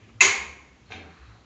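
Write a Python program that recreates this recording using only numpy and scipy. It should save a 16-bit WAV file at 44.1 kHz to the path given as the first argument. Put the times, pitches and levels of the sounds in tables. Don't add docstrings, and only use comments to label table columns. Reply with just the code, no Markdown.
import sys
import numpy as np
from scipy import signal
from scipy.fft import rfft, irfft
from scipy.io import wavfile
from scipy.ndimage import uniform_filter1d

SR = 44100
rng = np.random.default_rng(int(sys.argv[2]) if len(sys.argv) > 2 else 0)


def to_wav(s):
    ch = np.atleast_2d(s).T
    pcm = np.round(np.clip(ch, -1, 1) * 32767)
    wavfile.write(sys.argv[1], SR, pcm.astype(np.int16))


def decibels_to_gain(level_db):
    exponent = np.asarray(level_db, float) / 20
    return 10 ** exponent


N = 63945

# frequency in Hz, density in dB per Hz.
HISS_TONE = [(25, -17), (60, -4.5), (215, -9), (440, -15), (560, -20.5), (2400, -23.5), (5000, -31.5),
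             (7200, -30), (8200, -43.5), (11000, -80)]
# frequency in Hz, t60 in seconds.
ROOM_DECAY = [(100, 1), (350, 1), (1000, 0.56), (2200, 0.56), (4000, 0.5), (6500, 0.31), (9000, 0.44)]
# start in seconds, pitch in Hz, level in dB, swell in seconds.
FLOOR_THUDS = [(.015, 108, -55, .025), (.145, 112, -50, .02), (.1, 62, -59, .02), (.207, 75, -52, .01),
               (.21, 140, -53, .03), (.265, 100, -48, .018), (.375, 70, -50, .025), (.46, 72, -51, .035),
               (.59, 70, -57, .025), (.69, 66, -58, .025), (.8, 62, -61, .04), (.885, 98, -52, .015),
               (.93, 88, -50, .04), (1.03, 83, -51, .035), (1.19, 64, -50, .03), (1.26, 108, -54, .04),
               (1.28, 60, -54, .025), (1.38, 62, -60, .03), (.94, 235, -53, .025), (.08, 226, -59, .025),
               (1.06, 170, -60, .03)]
# start in seconds, length in seconds, centre in Hz,
# width in Hz, level in dB.
RUBS = [(-.03, .18, 2250, 1000, -63), (1.3, .2, 750, 700, -63), (.88, .04, 1800, 1500, -60),
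        (1.0, .38, 1300, 800, -57), (.9, .22, 300, 350, -52), (-.05, .25, 300, 250, -61),
        (.09, .015, 1250, 200, -60), (.182, .015, 1250, 200, -61), (.855, .2, 4200, 280, -65),
        (1.05, .45, 4050, 600, -68), (1.1, .2, 2450, 300, -68)]
# frequency in Hz, width in Hz, level in dB.
PANEL_MODES = [(385, 14, 0), (330, 25, -12), (412, 11, -9), (452, 9, -14)]
# frequency in Hz, level in dB, t60 in seconds.
TUBE_MODES = [(2210, -22, 0.62), (2390, -21, 0.55), (2250, -34, 0.38), (2525, -31, 0.53), (1077, -32, 0.67),
              (7070, -26.5, 0.43), (6920, -34.5, 0.55), (4643, -37.5, .35)]
# time in seconds, level in dB, contact in seconds.
STRUT_HITS = [
    (.893, -17.5, .001),
    (.9045, 5.5, 0.0006),
    (.911, -6.5, 0.00015),
    (.9165, -14, .0006),
    (.9203, 6, 0.00022),
    (.930, -25, 0.00071),
    (.9365, -7.5, 0.00081),
    (.968, -9, 0.001),
    (1.012, -18, 0.00017),
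]
# frequency in Hz, width in Hz, level in dB.
STRUT_MODES = [(762, 35, -7.5), (1580, 39, -4.5), (2186, 150, -1.5), (2375, 44, -0.5), (2560, 100, -0.5),
               (3234, 33, -9), (3260, 6, -10), (3716, 54, -3), (4260, 30, -7), (3930, 44, -12)]
# frequency in Hz, density in dB per Hz.
STRUT_CLICK_TONE = [(59, -17), (100, -12), (410, 9.5), (645, -9), (779, -6.5), (1250, -4.5), (2190, -5),
                    (6910, -12), (9000, -44), (11700, -87), (19800, -120)]
# frequency in Hz, level in dB.
BAR_MODES = [(2072, -7.5), (2645, -4.5), (2480, -9.5), (1043, -22.5), (6650, -10), (6200, -28.5),
             (7160, -13), (3884, -20), (3259, -44.5)]
# time in seconds, level in dB, contact in seconds.
LATCH_HITS = [
    (.2002, -34, 0.00022),
    (.2017, -23.5, 0.00017),
    (.2052, -42.5, 0.00017),
    (.2066, -30, 0.00017),
    (.2076, 1, 0.000057),
    (.2175, -6, 0.0006),
]
# frequency in Hz, width in Hz, level in dB.
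LATCH_MODES = [(1157, 68, -13), (1685, 9, -48.5), (2195.4, 29, 6), (2676, 67, 1), (2990, 60, -14.5),
               (3610, 20, -26), (3894, 29, -19), (4997, 110, -8.5), (6170, 42, -28.5), (6420, 510, -16),
               (6900, 35, -18), (6210, 58, -6), (7023, 28, 0.5)]
# frequency in Hz, width in Hz, level in dB.
FRAME_MODES = [(1061, 19, -11.5), (1530, 110, -24), (2090, 78, -4.5), (2167, 15, 9.5), (2343, 73, -11.5),
               (3090, 140, -5.5), (3680, 58, -15.5), (4550, 43, -10), (4270, 86, -29.5), (6410, 51, -23.5),
               (7180, 20, -21.5), (6750, 81, 2)]
# frequency in Hz, density in dB per Hz.
LATCH_CLICK_TONE = [(100, -34.5), (380, -24), (600, -28), (1050, -17), (1300, -17.5), (2200, -10),
                    (5100, -20.5), (6700, -11.5), (7600, -18.5), (9000, -32.5), (12000, -70.5)]

TIME = np.arange(N) / SR
BAR_START_S = .2056


def level(x, db):
    return x * decibels_to_gain(db) / np.sqrt(np.mean(x ** 2))


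def band(x, hz, width):
    return signal.lfilter(*signal.iirpeak(min(hz, .45 * SR), hz / width, fs=SR), x)


def colour(x, table):
    f, table = np.linspace(1, SR / 2, 1025), np.array(table)
    gain_db = np.interp(np.log(f), np.log(table[:, 0]), np.maximum(table[:, 1], -70))
    cepstrum = irfft(gain_db * np.log(10) / 20)
    cepstrum[1:1024] *= 2
    cepstrum[1025:] = 0
    return signal.fftconvolve(x, irfft(np.exp(rfft(cepstrum))))[:N]


def walk(rate):
    hold = int(SR / rate)
    steps = np.repeat(rng.standard_normal(N // hold + 1), hold)
    return uniform_filter1d(steps, hold)[:N]


def swell(start, rise):
    u = np.maximum(TIME - start, 0) / rise
    return u * np.exp(1 - u)


def struck(blows, modes, damp, click_tone, click_db, rattle_db, peak_db):
    push, rattle, ring = 0, 0, 0
    for s, db, contact in blows:
        push = push + decibels_to_gain(db) / contact * np.exp(-.5 * ((TIME - s) / (contact / 4)) ** 2)
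        rattle = rattle + decibels_to_gain(db) * swell(s, .006)
    rattle = rattle * rng.standard_normal(N)
    for k, (hz, width, db) in enumerate(modes):
        ring = ring + (-1) ** k * decibels_to_gain(db) / np.sqrt(width) * band(push, hz, width * damp)
    click = colour(level(push, 0) + level(rattle, rattle_db), click_tone)
    out = level(ring, 0) + level(click, click_db)
    return out * decibels_to_gain(peak_db) / np.abs(out).max()


def room_hiss():
    noise = rng.standard_normal(N) * decibels_to_gain(walk(4.8))
    return level(colour(noise, HISS_TONE), -57)


def room(x):
    table, tail = np.array(ROOM_DECAY), 0
    for hz in 50 * 2 ** np.arange(0, 8, .5):
        t60 = np.interp(np.log(hz), np.log(table[:, 0]), table[:, 1])
        tail = tail + band(rng.standard_normal(N), hz, hz / 2.5) * decibels_to_gain(-60 * TIME / t60)
    tail = tail * (1 - np.exp(-TIME / .005))
    return signal.fftconvolve(x, tail / np.sqrt(np.sum(tail ** 2)))[:N]


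def thuds():
    out = 0
    for s, hz, db, rise in FLOOR_THUDS:
        pitch = hz * (1 + 0.019 * walk(18))
        out = out + decibels_to_gain(db + 7) * swell(s, rise) * np.sin(2 * np.pi * np.cumsum(pitch) / SR)
    return out


def scuffs():
    out = 0
    for s, length, hz, width, db in RUBS:
        grain = rng.standard_normal(N) * decibels_to_gain(-1.5 * walk(60))
        rub = level(band(band(grain, hz, width), hz, 2.3 * width), db)
        out = out + rub * np.sin(np.pi * np.clip((TIME - s) / length, 0, 1)) ** 0.27
    return out


def panel():
    out = 0
    for hz, width, db in PANEL_MODES:
        out = out + decibels_to_gain(db) * swell(.219, .026 * 14 / width) * np.sin(2 * np.pi * hz * TIME)
    return decibels_to_gain(-29) * out


def tubes():
    u, out = np.maximum(TIME - BAR_START_S, 0), 0
    for hz, db, t60 in TUBE_MODES:
        flutter_db = 4 * walk(30)
        out = out + decibels_to_gain(db - 60 * u / t60 + flutter_db) * np.sin(2 * np.pi * hz * u)
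    return (1 - np.exp(-u / .041)) * out


def strut_knock():
    return struck(STRUT_HITS, STRUT_MODES, damp=1.5, click_tone=STRUT_CLICK_TONE,
                  click_db=-5.5, rattle_db=12, peak_db=-27.5)


def bar():
    rise_s, t60_s, seats_s, stop_s = .0024, .12, .2205, .004
    u = np.maximum(TIME - BAR_START_S, 0)
    shape = (1 - np.exp(-(u / rise_s) ** 2)) * decibels_to_gain(-60 * u / t60_s)
    shape = shape * np.exp(-np.maximum(TIME - seats_s, 0) / stop_s)
    return shape * sum(decibels_to_gain(db) * np.sin(2 * np.pi * hz * u) for hz, db in BAR_MODES)


def latch_clank():
    latch = struck(LATCH_HITS, LATCH_MODES, damp=2.5, click_tone=LATCH_CLICK_TONE,
                   click_db=1, rattle_db=-5, peak_db=4.5)
    frame = struck(LATCH_HITS, FRAME_MODES, damp=3, click_tone=LATCH_CLICK_TONE,
                   click_db=-10, rattle_db=-5, peak_db=-1)
    return latch + frame


def scene():
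    clank = latch_clank()
    knock = strut_knock()
    hiss = room_hiss()
    hum = panel()
    wet = decibels_to_gain(.5) * room(clank + decibels_to_gain(-1) * knock + decibels_to_gain(-22) * hum)
    background = hiss + thuds() + scuffs()
    metal = decibels_to_gain(-12) * clank + bar() + tubes() + knock
    return (background + hum + wet + metal)[None]


def roll_off(x):
    return signal.sosfilt(signal.butter(12, 15940, fs=SR, output="sos"), x)


def record(dry):
    clip = .8
    x = clip * np.tanh(dry / clip)
    x = signal.sosfilt(signal.cheby2(6, 36, 9300, fs=SR, output="sos"), x)
    x = signal.sosfilt(signal.ellip(8, .5, 70, 9100, fs=SR, output="sos"), x)
    x = signal.sosfilt(signal.butter(1, 45, "high", fs=SR, output="sos"), x)
    top = .915 * np.abs(x).max()
    return roll_off(np.clip(x, -top, top))


dry = scene()
out = record(dry)
to_wav(out)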